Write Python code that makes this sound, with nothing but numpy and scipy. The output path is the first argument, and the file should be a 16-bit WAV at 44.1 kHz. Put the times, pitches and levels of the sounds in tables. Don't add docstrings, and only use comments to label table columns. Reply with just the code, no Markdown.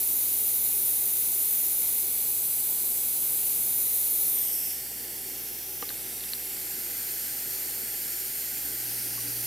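import sys
import numpy as np
from scipy import signal
from scipy.fft import rfft, irfft, next_fast_len
from scipy.io import wavfile
from scipy.ndimage import uniform_filter1d, map_coordinates

SR = 44100
rng = np.random.default_rng(int(sys.argv[2]) if len(sys.argv) > 2 else 0)


def int16_out(signal):
    q = np.round(np.clip(np.atleast_2d(signal).T, -1, 1) * 32767)
    wavfile.write(sys.argv[1], SR, q.astype(np.int16))


def voltage_ratio(decibels):
    exponent = np.asarray(decibels, float) / 20
    return 10 ** exponent


N = 417186


def unit(x):
    return x / np.sqrt(np.mean(x ** 2) + 1e-20)


def along(points, hz):
    f, v = np.transpose(points)
    return np.interp(np.log(hz + 1), np.log(f + 1), v)


def wobble(rate):
    knots = rng.standard_normal(int(N * rate / SR) + 4)
    return map_coordinates(knots, [np.arange(N) * rate / SR])


def ring(hz, t60, attack):
    t = np.arange(SR // 4) / SR
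    return np.sin(2 * np.pi * hz * t) * voltage_ratio(-60 * t / t60) * (1 - np.exp(-t / attack))


def add(track, s, sound):
    part = track[round(s * SR):][:len(sound)]
    part += sound[:len(part)]


def comb(echoes, hz, stretch):
    mirror_hz = 3000
    total = 0
    for ms, left, right in echoes:
        phase = np.exp(-2j * np.pi * hz * stretch * ms / 1000)
        total = total + phase * np.reshape([left, right], (2, 1, 1))
    return 1 + hz / np.hypot(hz, mirror_hz) * total


def clutter(count):
    delays_ms = np.geomspace(1.9, 4.5, count)
    gains = 0.06 * rng.standard_normal((count, 2))
    return [(ms, *g) for ms, g in zip(delays_ms, gains)]


def hands(t, count):
    roam, turns_per_s = 0.035, 2.2
    knots = rng.standard_normal((count, int(t[-1] * turns_per_s) + 4))
    gains = 0.12 * (1 + rng.standard_normal((count, 2)) / 4)
    delays_ms = np.geomspace(0.7, 3.6, count)
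    return [(ms * (1 + roam * map_coordinates(k, [t * turns_per_s])), *g)
            for ms, k, g in zip(delays_ms, knots, gains)]


def pose_echoes(t):
    # (delay [ms], left gain [ratio], right gain [ratio])
    tilted = [(0.202, 0.16, 0.195), (0.27, 0.3, 0.279), (0.41, -0.056, -0.1), (0.48, 0.087, 0.088),
              (0.577, -0.12, -0.156), (0.74, 0.124, 0.133), (0.804, 0.102, 0.103), (0.854, 0.141, 0.149),
              (0.964, 0.073, 0.091), (1.091, -0.084, -0.066), (1.557, -0.111, -0.087)]
    held = [(0.201, 0.209, 0.252), (0.285, 0.349, 0.365), (0.469, 0.123, 0.155), (0.513, 0.119, 0.167),
            (0.699, 0.076, 0.101), (0.758, 0.185, 0.208), (0.815, 0.135, 0.147), (0.867, 0.165, 0.169),
            (0.967, 0.107, 0.101), (1.103, -0.07, -0.051), (1.199, -0.101, -0.109)]
    lifted = [(0.158, 0.175, 0.2), (0.206, 0.174, 0.171), (0.343, 0.22, 0.18), (0.372, 0.349, 0.395),
              (0.532, 0.165, 0.153), (1.135, 0.078, 0.07)]
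    carried = [(0.295, -0.193, -0.175), (0.379, 0.114, 0.126), (0.711, -0.14, -0.113),
               (0.768, -0.18, -0.171), (0.813, -0.092, -0.091), (0.996, 0.081, 0.082),
               (1.109, 0.089, 0.072)]
    lowered = [(.059, .22, .22), (.183, .155, .147), (.34, .17, .198), (.391, .143, .159),
               (.54, .143, .106), (.91, -.101, -.091), (1.598, .069, .091), (2.041, -.074, -.109)]
    propped = [(.143, -.148, -.217), (.21, -.044, -.098), (.284, -.151, -.116), (.338, -.084, -.153),
               (.537, .107, .116), (.86, .07, .064), (2.507, -.053, -.075)]
    laid = [(0.218, -0.027, -0.138), (0.29, -0.325, -0.255), (0.368, -0.127, -0.115), (0.434, 0.144, 0.187),
            (0.574, 0.127, 0.137), (0.675, 0.239, 0.153), (0.898, 0.046, 0.114), (1.0, -0.126, -0.005),
            (1.517, -0.068, -0.065), (1.678, -0.111, -0.076), (2.163, -0.065, -0.067)]
    nudged = [(0.157, -0.177, -0.211), (0.176, 0.26, 0.322), (0.277, -0.284, -0.235), (0.429, 0.173, 0.232),
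              (0.537, 0.096, 0.112), (0.631, 0.156, 0.132), (0.681, 0.128, 0.137), (0.972, -0.084, -0.083),
              (1.477, 0.112, 0.089)]
    busy = hands(t, count=8)
    palm_ms = np.interp(t, (6.05, 6.75), (0.345, 0.425))
    palm = [(palm_ms, 0.14, 0.14)]
    return [tilted, held, lifted + busy[:4], carried + busy, lowered + busy, propped + busy + palm,
            laid + clutter(count=5), nudged + clutter(count=5)]


def iron():
    # (frequency [Hz], density [dB per Hz])
    toward = [(1050, -27.5), (1400, -27), (2100, -20), (3600, -21.5), (6500, -16), (10500, -5.5),
              (14000, 0.5), (15500, -12)]
    # (frequency [Hz], density [dB per Hz])
    aimed_off = [(1050, -29.5), (1400, -15.5), (2100, -12.5), (3600, -12.5), (6500, -9.5), (10500, -4.5),
                 (13300, 0.5), (15600, -6.5)]
    # (time [s], level [dB])
    jet = [(0, -25.5), (1.85, -25.5), (2.1, -27), (3.05, -27), (4.1, -25.5), (4.3, -25.5), (4.7, -30),
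           (4.83, -35.5), (5.33, -35), (5.7, -35.5), (6.55, -34), (7.06, -32), (7.77, -32), (8.9, -32),
           (9.46, -31.5)]
    # (leaves [s], arrives [s], pose [index])
    moves_on = [
        (1.93, 2.1, 0),
        (3.35, 3.8, 1),
        (4.42, 4.56, 2),
        (4.74, 4.84, 3),
        (5.25, 5.42, 4),
        (5.82, 5.97, 5),
        (6.5, 6.78, 6),
        (8.77, 8.9, 7),
    ]
    reach = 1.28
    lean_away_db, top_hz = -0.9, 15460
    hz, t, z = signal.stft(rng.standard_normal((3, N)), SR, nperseg=512, noverlap=384)
    tall_hz = hz[:, None]

    leaves, arrives, to = np.transpose(moves_on)
    came_from = np.r_[1, to[:-1]]
    pose = np.interp(t, np.ravel([leaves, arrives], 'F'), np.ravel([came_from, to], 'F'))
    stretch = np.interp(t, (4.25, 4.57), (1, reach))
    paths = np.zeros((2,) + z.shape[1:], complex)
    for k, echoes in enumerate(pose_echoes(t)):
        share = np.clip(1 - np.abs(pose - k), 0, 1)
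        now = share > 0
        slid = stretch[now] / (reach if k > 1 else 1)
        present = [(np.broadcast_to(ms, t.shape)[now], left, right) for ms, left, right in echoes]
        paths[..., now] += share[now] * np.log(comb(present, tall_hz, slid))

    away = np.interp(t, (4.3, 4.85), (0, 1))
    aim_db = np.outer(along(toward, hz), 1 - away) + np.outer(along(aimed_off, hz), away)
    lean = voltage_ratio(lean_away_db / 2 * away * np.reshape([1, -1], (2, 1, 1)))
    band = np.clip(tall_hz / 560, 0, 1) ** 4 / (1 + (tall_hz / top_hz) ** 70)
    paths = np.exp(paths) * voltage_ratio(aim_db) * lean * band
    paths /= np.sqrt(np.mean(np.abs(paths) ** 2, axis=(0, 1)))

    field = uniform_filter1d(rng.standard_normal(z.shape[1:]), 8, 0)
    unrest_db = 0.39 * unit(uniform_filter1d(field, 40, 1))
    scatter = voltage_ratio(along([(2000, -10.5), (6000, -8.0), (15000, -14.0)], hz))[:, None]
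    heard = paths * voltage_ratio(unrest_db) * (z[0] + scatter * z[1:])
    hiss = unit(signal.istft(heard, SR, nperseg=512, noverlap=384)[1][:, :N])
    flutter_db = 0.094 * wobble(9) + 0.27 * wobble(35)
    jet_s, jet_db = np.transpose(jet)
    return hiss * voltage_ratio(np.interp(np.arange(N) / SR, jet_s, jet_db) + flutter_db)


def workshop():
    # (frequency [Hz], level [dB])
    mains = [(59.2, -58.5), (118.4, -60.5)]
    # (frequency [Hz], density [dB per Hz])
    air = [(15, -24), (46, -17), (96, -12.5), (370, -0.5), (650, -12.5), (1080, -18), (1690, -29),
           (2860, -120)]
    # (frequency [Hz], width [Hz], height [dB])
    booms = [(138, 14.6, 8.5), (224, 8.3, 8), (244.4, 2.7, -2), (314, 24, -3.5), (378.6, 7.1, 6.5),
             (484, 16, 5), (805, 104, 11)]
    # (frequency [Hz], correlation [ratio])
    alike = [(60, 0.13), (180, 0.46), (550, 0.82), (1650, 0.86), (4970, 0.93), (15000, 0.97)]
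    # (frequency [Hz], left over right [dB])
    balance = [(60, -7.5), (240, -2), (950, -2.5), (3770, 2), (15000, 0.0)]
    air_db, swell_db = -51, 0.5
    m = next_fast_len(N)
    hz = np.fft.rfftfreq(m, 1 / SR)
    resonance = sum(voltage_ratio(db) ** 2 / (1 + (2 * (hz - c) / w) ** 2) for c, w, db in booms)
    colour = voltage_ratio(along(air, hz)) * np.sqrt(1 + resonance)
    turn = np.arccos(np.clip(along(alike, hz), -1, 1)) / 2
    mid, side = rfft(rng.standard_normal((2, m))) * [np.cos(turn), np.sin(turn)]
    lean = voltage_ratio(along(balance, hz) / 2)
    rumble = unit(irfft(colour * [(mid + side) * lean, (mid - side) / lean], m)[:, :N])

    t = np.arange(N) / SR
    hum = 0
    for (f, db), pan_db in zip(mains, (0.9, -1.2)):
        level_db = db + 0.5 + 0.37 * wobble(2.93) + np.array([[pan_db], [-pan_db]])
        hum = hum + voltage_ratio(level_db) * np.sin(2 * np.pi * f * t + 0.2 * wobble(2.1))
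    return voltage_ratio(air_db + swell_db * wobble(4)) * rumble + hum


def ticks():
    # (time [s], peak [dB], click [Hz], knock share [dB])
    contacts = [
        (5.825, -27, 1220, -5.5),
        (5.891, -23.5, 4220, -30),
        (5.903, -29.5, 1610, -14),
        (6.207, -33, 4300, -22),
        (6.238, -29, 3600, -23),
        (6.29, -36, 4800, -26),
        (6.334, -18.5, 4300, -32),
        (6.567, -32, 4520, -21),
    ]
    # (frequency [Hz], level [dB], t60 [s])
    bench = [(290, -1, .07), (480, 5, 0.035), (810, 1, .04), (1190, 5, 0.04)]
    crack_db = -4
    x = np.zeros(N)
    snap = ring(2000, 0.007, 0.00005) + ring(2900, 0.006, 0.00005) + ring(4100, 0.006, 0.00005)
    spreads = rng.standard_normal((len(contacts), len(bench)))
    for (s, db, hz, knock_db), spread in zip(contacts, spreads):
        click = ring(hz, 0.011, 0.0004)
        click = click - 0.7 * ring(0.9 * hz, 0.008, 0.0004) - 0.6 * ring(1.1 * hz, 0.007, 0.0004)
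        front = click + voltage_ratio(crack_db + 0.5 * (knock_db + 12.5)) * snap
        knock = sum(voltage_ratio(level + 1.9 * d) * ring(f, t60, 0.00057)
                    for (f, level, t60), d in zip(bench, spread))
        add(x, s, voltage_ratio(db) * front + voltage_ratio(db + knock_db - 3.0) * knock)
    add(x, 9.177, voltage_ratio(-36.5) * ring(1110, 0.055, 0.0028))
    return x * voltage_ratio([[-0.4], [0.4]])


def fridge():
    # (time [s], peak [dB])
    shudders = [
        (8.639, -39),
        (8.85, -41),
        (9.039, -41),
        (9.24, -36),
        (9.36, -43.5),
    ]
    start_s, windup_s, start_db, run_db = 8.63, 0.25, -70, -50
    t = np.arange(N) / SR
    hum_db = start_db + (run_db - start_db) * np.minimum((t - start_s) / windup_s, 1)
    x = voltage_ratio(hum_db + 2.5 + 0.5 * wobble(12)) * np.sin(2 * np.pi * 119.9 * t)
    for s, db in shudders:
        add(x, s, voltage_ratio(db) * ring(289, 0.24, 0.019))
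    add(x, start_s, voltage_ratio(-50) * ring(60, 0.5, 0.02))
    return x * voltage_ratio([[-0.8], [0.8]])


def scene():
    return iron() + workshop() + ticks() + fridge()


def low_pass(x):
    return signal.sosfilt(signal.butter(12, 16010, fs=SR, output="sos"), x)


def record(dry):
    return low_pass(dry)


dry = scene()
out = record(dry)
int16_out(out)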